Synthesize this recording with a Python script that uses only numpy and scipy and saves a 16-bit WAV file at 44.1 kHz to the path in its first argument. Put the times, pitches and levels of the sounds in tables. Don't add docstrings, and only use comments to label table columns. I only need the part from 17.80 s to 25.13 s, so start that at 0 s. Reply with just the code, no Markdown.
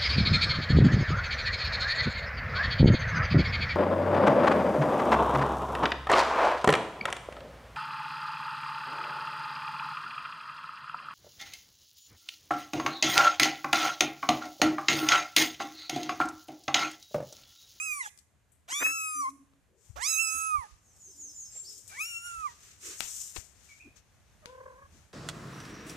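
import sys
import numpy as np
from scipy import signal
from scipy.fft import rfft, irfft, next_fast_len
from scipy.io import wavfile
from scipy.ndimage import uniform_filter1d

SR = 44100
rng = np.random.default_rng(int(sys.argv[2]) if len(sys.argv) > 2 else 0)


def store_wav(level_fs):
    pcm = np.round(np.clip(np.atleast_2d(level_fs), -1, 1) * 32767)
    wavfile.write(sys.argv[1], SR, pcm.T.astype(np.int16))


N = 323241
TIME = np.arange(N) / SR


def amp(db):
    return 10 ** (np.asarray(db) / 20)


def unit(x):
    return x / np.sqrt(np.mean(x ** 2) + 1e-20)


def read(points, hz):
    point_hz, db = np.transpose(points)
    return np.interp(np.log(hz + 1), np.log(point_hz), db)


def follow(rows):
    s, *columns = np.transpose(rows)
    t = np.arange(s[0], s[-1], 1 / SR)
    return [t] + [np.interp(t, s, c) for c in columns]


def add(mix, s, sound):
    part = mix[:, max(round(s * SR), 0):][:, :sound.shape[-1]]
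    part += sound[..., :part.shape[1]]


def pan(db):
    gains = amp(np.array([db, -db]) / 2).reshape(2, -1)
    return gains / np.sqrt(np.mean(gains ** 2, 0))


def fade(t, seconds):
    return np.clip(np.minimum(t - t[0], t[-1] - t) / seconds, 0, 1)


def swell(t, peak_s, rise_s, fall_s):
    return np.exp(-((t - peak_s) / np.where(t < peak_s, rise_s, fall_s)) ** 2 / 2)


def wobble(size, hz):
    f = np.fft.rfftfreq(SR * 2, 1 / SR)
    smooth = irfft(rfft(rng.standard_normal(SR * 2)) / (1 + (f / hz) ** 4))
    return np.resize(unit(smooth), size)


def noise(spectrum, likeness, grain=0.):
    size = next_fast_len(N, True)
    snaps = amp(grain * np.minimum(rng.exponential(1, size), 6))
    z = rng.standard_normal((3, size)) * snaps
    shared = np.clip(likeness, 0, 1)
    z = np.sqrt(shared) * z[0] + np.sqrt(1 - shared) * z[1:]
    colour = amp(read(spectrum, np.fft.rfftfreq(size, 1 / SR)))
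    return unit(irfft(rfft(z) * colour)[:, :N])


def echo(x, t60_s, delay_s):
    t = np.arange(SR) / SR
    hits = rng.random((2, SR)) < 2000 / SR
    taps = rng.standard_normal((2, SR)) * hits * amp(-60 * t / t60_s) * (t > delay_s)
    return signal.fftconvolve(x, taps / np.linalg.norm(taps[0]), axes=1)[:, :N]


# frequency in Hz, relative level in dB.
THROAT_COLOUR = [(3000, -2), (3900, -4), (4700, -10), (5400, -3), (6400, 2), (7800, -2.5), (8900, -10),
                 (10200, -6.5), (11700, -17.5), (13200, -9), (14400, -20)]
JITTER, ONSET_JITTER, GLIDE_S = .0016, .008, .014
ONSET_AIR_DB, RELEASE_S = -20, .0055
MOUTH_Q, THIRD_DB = 9.5, -16
NASAL_HZ, NASAL_WIDTH_HZ, NASAL_LIFT_DB = 9630, 2200, 15
HALF_SHUT_HZ, HALF_SHUT_OCTAVES = 1670, .4
SWAY_DB = 2.5
SHIMMER_DB, SCATTER_RAD = 1.6, .9


def cry(rows, air, opening_s, attack_s, slack_jitter, hoarse_db, first_pan_db, second_pan_db, high_pan_db,
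        lag_ms, throb_hz=140, slack_air_db=-5, ripple_db=3, rolloff_db=5):
    t, hz, effort_db, mouth_hz, treble_db = follow(rows)
    n = len(t)
    hz = uniform_filter1d(hz, int(GLIDE_S * SR), mode="nearest")

    opening = 1 / (1 + np.exp((t - opening_s) / .015))
    slack = np.clip((1020 - hz) / 350, 0, 1)
    release = np.exp((t - t[-1]) / .03)
    throb = np.sin(2 * np.pi * np.cumsum(throb_hz * (1 + .25 * wobble(n, 60))) / SR)
    onset_unrest = ONSET_JITTER * opening * (throb + wobble(n, 170))
    slack_unrest = slack_jitter * np.maximum(slack, .5 * release) * wobble(n, 540)

    k = np.arange(1, 15)[:, None]
    mouth_ratio = k[:3] * hz / mouth_hz
    hz = hz * (1 + JITTER * wobble(n, 96) + onset_unrest + slack_unrest)
    phase = 2 * np.pi * np.cumsum(hz) / SR
    overtone_hz = k * hz

    half_shut = np.exp(-(np.log2(mouth_hz / HALF_SHUT_HZ) / HALF_SHUT_OCTAVES) ** 2)
    nasal = np.exp(-((overtone_hz - NASAL_HZ) / NASAL_WIDTH_HZ) ** 2)
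    colour_db = read(THROAT_COLOUR, overtone_hz) + NASAL_LIFT_DB * half_shut * nasal
    colour_db = colour_db - rolloff_db * np.maximum(k - 10, 0)
    ripple = np.array([wobble(n, 7) for _ in k])
    weight = amp(colour_db + ripple_db * ripple) * (k > 3)
    gain = amp(treble_db) * weight / np.sqrt((weight ** 2).sum(0) + 1e-3)
    low_drive = amp(effort_db + THIRD_DB * (k[:3] == 3))
    gain[:3] = low_drive / np.hypot(1 - mouth_ratio ** 2, mouth_ratio / MOUTH_Q)
    gain[2:] *= 1 + .2 * opening * throb

    out = np.zeros((2, n))
    ears = np.array([phase - 2 * np.pi * hz * lag_ms / 1000, phase])
    low_sides = [pan(db + SWAY_DB * wobble(n, 5.7)) for db in (first_pan_db, second_pan_db)]
    high_sides = pan(high_pan_db)
    for i, g in enumerate(gain[:2]):
        out += np.sqrt(2) * g * np.cos((i + 1) * ears - i * i / 2) * low_sides[i]
    for i, g in enumerate(gain[2:], 2):
        drift = np.array([[.5], [-.5]]) * SCATTER_RAD * wobble(n, 6)
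        shimmer = amp(SHIMMER_DB * wobble(n, 70))
        out += np.sqrt(2) * g * shimmer * np.cos((i + 1) * phase - i * i / 2 + drift) * high_sides

    between = np.cos(ears + ears / 2) * low_sides[1]
    out += amp(-5.0) * gain[1] * np.maximum(slack, release) * between
    leak = amp(hoarse_db) + amp(ONSET_AIR_DB) * opening + amp(slack_air_db) * np.maximum(slack, release)
    out += air[:, :n] * leak * amp(treble_db) * (1 + 0.44 * np.cos(phase)) * high_sides
    attack = np.minimum((t - t[0]) / attack_s, 1)
    return t[0], out * attack * np.minimum((t[-1] - t) / RELEASE_S, 1)


# time in seconds, pitch in Hz, effort (low-note drive) in dB,
# mouth resonance in Hz, treble level in dB.
GESTURE_1 = [(0.0, 1218, -47, 2250.0, -40), (0.039, 1320, -48, 2330, -39),
             (0.131, 1194, -48.5, 2286, -41.5), (0.182, 1153, -46, 1460, -43.5),
             (0.245, 887, -53.5, 2700, -46.5), (0.277, 830, -55, 970, -47), (0.299, 750, -123, 1210, -58)]
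GESTURE_2 = [(0.877, 613, -57, 2570, -53.5), (0.921, 1016, -45.5, 2990.0, -35.5),
             (0.956, 1146, -42, 3450.0, -36), (1.006, 1204, -44.5, 3560, -36),
             (1.057, 1296, -41.5, 2520, -34.5), (1.14, 1327, -42.5, 2170, -40),
             (1.278, 1264, -42, 1940, -39.9), (1.402, 1195, -48.5, 1240, -41),
             (1.464, 1027, -41.5, 1220, -55), (1.491, 1120, -47, 1230, -62), (1.51, 930, -95, 1120, -53)]
GESTURE_3 = [(2.156, 525, -47, 2480, -49), (2.199, 757, -47.5, 3100, -54),
             (2.229, 1018, -38.5, 3840, -34.5), (2.287, 1318, -46.5, 3660, -27.5),
             (2.341, 1298, -42, 3600, -29.5), (2.366, 1277, -44.5, 3100, -30),
             (2.401, 1338, -44.5, 2620, -32.5), (2.442, 1319, -42.5, 2270, -32),
             (2.506, 1291, -42.5, 2110, -34), (2.564, 1313, -42, 1907, -35),
             (2.677, 1293, -40, 1664, -40.5), (2.754, 1214, -39.5, 1290, -56.5),
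             (2.8, 1077, -48.5, 1290, -59.5), (2.844, 867, -52.5, 1125, -82), (2.874, 816, -67, 1163, -84)]
GESTURE_4 = [(4.096, 593, -57, 2300, -72), (4.162, 905, -60.5, 2230, -65), (4.21, 1253, -43.5, 2850, -39.5),
             (4.279, 1422, -65, 2920, -43.5), (4.352, 1360, -54.5, 2960, -46.5),
             (4.411, 1377, -56.5, 2190, -52), (4.465, 1424, -48, 1970, -44), (4.62, 1280, -52.5, 1400, -69),
             (4.665, 1168, -45, 1242, -65), (4.689, 948, -53, 1350, -73), (4.736, 952, -72, 1280, -76)]
# time the mouth is wide open in seconds, attack in seconds,
# pitch unrest of slack folds as a share, hoarseness (air relative to treble) in dB,
# L-R of fundamental in dB, of octave in dB, of treble in dB, delay of low notes at the left port in ms.
CRY_VOICES = [(-.1, 0.00062, 0.11, -18, -1, -4.5, -4.5, 0.3),
              (1.001, 0.012, 0.13, -21.5, -1, 4.5, -2, 0.28),
              (2.32, 0.012, 0.15, -28.5, -6.5, -8, -9, 0.43), (4.26, 0.033, 0.057, -23, -9, 5, 0, 0.49)]
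WALL_DB = -19


def kitten():
    out = np.zeros((2, N))
    air = noise([(300, -37.5), (1200, -14.5), (2400, 8.5), (3100, -7), (4200, -19.5), (6500, 1.5),
                 (9500, -3.5), (12000, -6.5), (14000, -2.5)], 0.75)
    gestures = (GESTURE_1, GESTURE_2, GESTURE_3, GESTURE_4)
    for i, (gesture, voice) in enumerate(zip(gestures, CRY_VOICES)):
        add(out, *cry(gesture, air[:, i * SR:], *voice))
    wall = amp(WALL_DB) * echo(out, .04, .003)
    beamed = signal.lfilter([1, -.85], 1, out)
    return amp(-0.1) * out + wall + amp(-12.5) * echo(beamed, 0.5, .014)


# frequency in Hz, relative level in dB per Hz.
HUSH_COLOUR = [(12, -53.5), (20, -32), (46, -4.5), (79, 1), (244, -14.5), (379, -19), (447, -18.5),
               (714, -19), (889, -20.5), (1340, -23), (1580, -21.5), (5310, -33), (6810, -28), (8960, -32),
               (14300, -39)]
HUSH_START_DB, HUSH_GROWTH_DB = -71, 9


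def hush():
    swell_db = 1.2 * wobble(N, 6)
    growth_db = HUSH_GROWTH_DB * (TIME / TIME[-1]) ** 0.84
    return noise(HUSH_COLOUR, 0.52) * amp(HUSH_START_DB + growth_db + swell_db)


# start in seconds, level in dB, L-R in dB, decay time in ms,
# added brightness in dB per octave (400 to 8000 Hz), tail relative to crack in dB.
KNOCK_ROWS = [(.376, -44, 2, 0.99, 20, -21), (0.388, -50.5, 19, 6.8, 18, -23),
              (0.7196, -63, 18, 4.7, 74, -3.5), (1.736, -53.5, 10, 1.7, -4, -32),
              (3.164, -52.5, -8, 1.42, 28, -58), (4.078, -51, 23, 2.8, 25, 4),
              (5.207, -21.5, 30, 0.62, 3.5, -18), (5.5626, -33, 30, 7.2, 0.5, -23),
              (6.658, -34, 10.5, 1.33, 3, -22)]


def knocks(tail_s=0.053):
    out, t = np.zeros((2, N)), np.arange(8192) / SR
    hz = np.fft.rfftfreq(len(t), 1 / SR)
    base_db = read([(100, 2.5), (1200, -7.5), (3000, -6.5), (7000, -16.5), (14000, -35.0)], hz)
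    octaves = np.log2(np.clip(hz, 400, 8000) / 4000)
    for s, db, side_db, decay_ms, bright, tail_db in KNOCK_ROWS:
        colour = amp(bright * octaves + base_db)
        grit = unit(irfft(rfft(rng.standard_normal((2, len(t)))) * colour))
        decay = np.exp(-1000 * t / decay_ms) + amp(tail_db) * np.exp(-t / tail_s)
        add(out, s, grit * amp(db) * pan(side_db) * decay)
    return out


# peak in seconds, level in dB, Gaussian half-length in seconds.
PUFF_ROWS = [(0.926, -43, 0.004), (1.012, -43, 0.0082), (1.022, -34.5, 0.0062), (1.03, -30.5, 0.0029),
             (1.038, -44, 0.0089), (1.065, -36.5, 0.0063), (1.096, -48, 0.014)]
# frequency in Hz, relative level in dB.
PUFF_COLOUR = [(80, -29.5), (300, -5.5), (800, -10), (1700, 1.5), (2300, -5.5), (4000, -29), (9000, -47.5)]
# peak in seconds, level in dB, L-R in dB, pitch in Hz,
# Gaussian half-length in seconds.
BUMP_ROWS = [(1.957, -70.5, 6, 431, 0.047), (2.105, -41.5, 32, 87.6, 0.005), (2.176, -49, 16, 65, 0.027),
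             (2.557, -60, 3, 276, 0.013), (2.577, -53, 20, 72, 0.021), (2.756, -48, -32, 73.7, 0.01),
             (2.792, -41.5, -18, 68.3, 0.0075), (2.934, -52, -62, 55, 0.011),
             (3.294, -64.5, 4.5, 366.5, 0.019), (3.436, -67, 2.5, 297.3, 0.092),
             (3.764, -61.5, -15, 580, 0.0098), (3.921, -70.5, 4, 391, 0.25), (4.592, -51.5, -3, 66, 0.0092),
             (5.088, -55, 2, 383.4, 0.033), (5.587, -38.5, 28, 73.6, 0.0046), (6.069, -53, 1.5, 295, 0.013),
             (7.049, -52, -2, 74, 0.0068), (7.131, -58, -4, 77, 0.023), (7.154, -61.5, 2, 264, 0.012)]


def buffets():
    level = sum(amp(db) * np.exp(-((TIME - s) / length_s) ** 2 / 2) for s, db, length_s in PUFF_ROWS)
    out = noise(PUFF_COLOUR, 0.67) * level * pan(0.77)
    t = np.arange(-4000, 4000) / SR
    for s, db, side_db, hz, length_s in BUMP_ROWS:
        swing = np.cos(2 * np.pi * hz * t + hz / 260 * wobble(len(t), 67))
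        bump = np.sqrt(2) * swing * np.exp(-(t / length_s) ** 2 / 2)
        add(out, s + t[0], amp(db) * pan(side_db) * bump)
    return out


def whistle(s, length_s, start_hz, middle_hz, end_hz, db, waver):
    u = np.linspace(0, 1, int(length_s * SR))
    hz = np.polyval(np.polyfit([0, .5, 1], [start_hz, middle_hz, end_hz], 2), u)
    phase = 2 * np.pi * np.cumsum(hz * (1 + waver * wobble(len(u), 150))) / SR
    return s, np.sqrt(2) * amp(db) * np.sin(phase) * np.sqrt(abs(np.sin(np.pi * u)))


# start in seconds, top pitch in Hz, relative level in dB.
SONG_NOTES = [(3.03, 6920, -65), (3.195, 7140, -49), (3.374, 7190, -41.5), (3.541, 7360, -41)]
SLUR_S, SLUR_FALL_HZ = 0.11, 1350
TAG_AFTER_S, TAG_S, TAG_HZ, TAG_DB = 0.11, 0.0405, (5260, 5380, 5000), -8.5
# start in seconds, length in seconds, start pitch in Hz, middle pitch in Hz,
# end pitch in Hz, relative level in dB, waver as a share of pitch.
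CHIRP_NOTES = [(3.712, 0.06, 7600, 7390, 7280, -45.5, 0.013), (3.756, 0.032, 7400, 7450, 7320, -35, 0.0072),
               (3.844, 0.071, 4100, 5450, 4720, -45, 0.0204), (4.089, 0.18, 2436, 2247, 2430, -51, 0.0046),
               (5.887, 0.049, 2325, 2290, 2200, -51.5, 0.019),
               (5.995, 0.0393, 2240, 2500, 2440, -49.5, 0.052)]
# start in seconds, length in seconds, pitch in Hz, relative level in dB.
HOOT_NOTES = [(1.045, 0.091, 280, -55), (1.349, 0.091, 279.5, -53.5), (1.47, 0.1, 276.7, -52.5),
              (1.588, 0.055, 272.6, -55.5), (1.7, 0.11, 275.4, -71)]


def yard(song_waver=0.0042):
    birds, far = np.zeros((2, N)), np.zeros((2, N))
    for s, top_hz, db in SONG_NOTES:
        middle_hz, end_hz = top_hz - 0.46 * SLUR_FALL_HZ, top_hz - SLUR_FALL_HZ
        add(birds, *whistle(s, SLUR_S, top_hz, middle_hz, end_hz, db, song_waver))
        add(birds, *whistle(s + TAG_AFTER_S, TAG_S, *TAG_HZ, db + TAG_DB, song_waver))
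    for row in CHIRP_NOTES:
        add(birds, *whistle(*row))
    for s, length_s, hz, db in HOOT_NOTES:
        add(far, *whistle(s, length_s, hz, hz, hz, db, .035))
    near_mix = amp(-5.0) * birds + amp(-3.5) * echo(birds, 0.46, 0.0038)
    return near_mix + amp(-2) * far + amp(-9.5) * echo(far, 0.35, 0.011)


# peak in seconds, rise in seconds, fall in seconds,
# hiss level in dB, body level in dB, L-R in dB.
STROKE_ROWS = [(2.07, 0.054, 0.066, -63.5, -73.5, 10), (2.56, 0.045, 0.11, -50.5, -57.5, 0),
               (2.83, 0.12, 0.1, -66.5, -62.5, 7), (3.48, 0.23, 0.52, -55.5, -114, 2),
               (3.77, 0.045, 0.035, -53.5, -61, 11.5), (3.93, 0.071, 0.069, -48.5, -70.5, 9),
               (4.1, 0.0048, 0.12, -60, -55, 0), (4.3, 0.15, 0.072, -52, -62.5, 7),
               (4.52, 0.093, 0.16, -54, -60, 3), (4.72, 0.088, 0.035, -74, -59.5, 4),
               (4.88, 0.08, 0.065, -56.5, -58, 3), (5.071, 0.037, 0.075, -43.5, -49, 0.5),
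               (5.129, 0.022, 0.02, -49, -49, 1), (5.22, 0.029, 0.06, -43, -58, 12),
               (5.41, 0.15, 0.075, -38.5, -58.5, 6), (5.564, 0.011, 0.03, -42, -50.5, 32),
               (5.6, 0.15, 0.083, -54, -63, 18), (5.9, 0.11, 0.087, -60, -62.5, 8.5),
               (6.169, .008, 0.022, -61.5, -60.5, 16), (6.7, 1, 0.56, -86, -74.5, 7),
               (7.14, 0.025, 0.1, -68, -66.5, 12)]
# frequency in Hz, relative level in dB per Hz.
HISS_COLOUR = [(2000, -38), (3000, -18.5), (4500, -17), (5400, -5.5), (7100, 2), (9000, -6), (10500, -16.5),
               (13000, -14.5), (14300, -12)]
# frequency in Hz, relative level in dB.
BODY_COLOUR = [(120, -50), (200, -37), (284, -50.5), (372, 0), (812, -12.5), (1230, 1.5), (2650, 2.5),
               (3080, 0.5), (3980, 0.5), (5000, 1), (6500, 7), (11000, -120)]


def rustle():
    hiss, body = noise(HISS_COLOUR, 0.37, grain=2.45), noise(BODY_COLOUR, 0.06, grain=1.2)
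    hiss_power, body_power = np.zeros((2, N)), np.zeros((2, N))
    for s, rise_s, fall_s, hiss_db, body_db, side_db in STROKE_ROWS:
        t = np.arange(s - 4 * rise_s, s + 4 * fall_s, 1 / SR)
        stroke = swell(t, s, rise_s, fall_s) * pan(side_db)
        add(hiss_power, t[0], (amp(hiss_db) * stroke) ** 2)
        add(body_power, t[0], (amp(body_db) * stroke) ** 2)
    strokes = hiss * np.sqrt(hiss_power) + body * np.sqrt(body_power)
    return strokes * amp(0.97 * wobble(N, 42))


def snap(s=5.2056, db=-7.5, side_db=12, width_s=.00006, rebound=.7):
    u = np.arange(256) / SR / width_s
    out = np.zeros((2, N))
    add(out, s, -amp(db) * pan(side_db) * (1 - rebound * u) * np.exp(-u))
    return out


# time in seconds, pitch in Hz.
TRILL_PITCH = [(6.62, 666), (6.675, 483), (6.71, 512), (6.96, 512.6), (7.07, 573)]
TRILL_DB, TRILL_PEAK_S, TRILL_RISE_S, TRILL_FALL_S = -49.5, 6.76, 0.081, 0.14
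TRILL_FLUTTER, TRILL_OVERTONE_DB, TRILL_BRIGHTEN_DB = .8, -2.5, 13


def mother(flutter_hz=38, swing=0.055, lag_s=0.0002):
    t, hz = follow(TRILL_PITCH)
    n = len(t)
    age = t - t[0]
    depth = TRILL_FLUTTER * np.sin(np.pi * age / age[-1]) ** 2
    beat = 2 * np.pi * np.cumsum(flutter_hz * (1 + .1 * wobble(n, 20))) / SR
    unrest = .04 * wobble(n, 200)
    phase = 2 * np.pi * np.cumsum(hz * (1 - swing * depth * np.sin(beat) + unrest)) / SR
    phase = np.array([phase - 2 * np.pi * hz * lag_s, phase])
    overtones = np.sin(2 * phase) + amp(-8) * np.sin(3 * phase) + amp(-17.5) * np.sin(4 * phase)
    overtone_db = TRILL_OVERTONE_DB + TRILL_BRIGHTEN_DB * (age / age[-1]) ** 4
    voice = np.sin(phase) + amp(overtone_db) * overtones
    voice = voice * (1 + depth * np.cos(beat)) * amp(2.5 * wobble(n, 46))
    envelope = swell(t, TRILL_PEAK_S, TRILL_RISE_S, TRILL_FALL_S) * fade(t, 0.0067)
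    out = np.zeros((2, N))
    add(out, t[0], amp(TRILL_DB) * voice * envelope)
    return out + amp(-11) * echo(out, .12, .002)


def scene():
    return kitten() + mother() + yard() + knocks() + snap() + buffets() + rustle() + hush()


EDGE_HZ = 14400


def record(dry):
    low_pass = signal.firwin(511, EDGE_HZ, window=("kaiser", 9), fs=SR)
    return signal.oaconvolve(dry, low_pass[None], "same")


dry = scene()
out = record(dry)
store_wav(out)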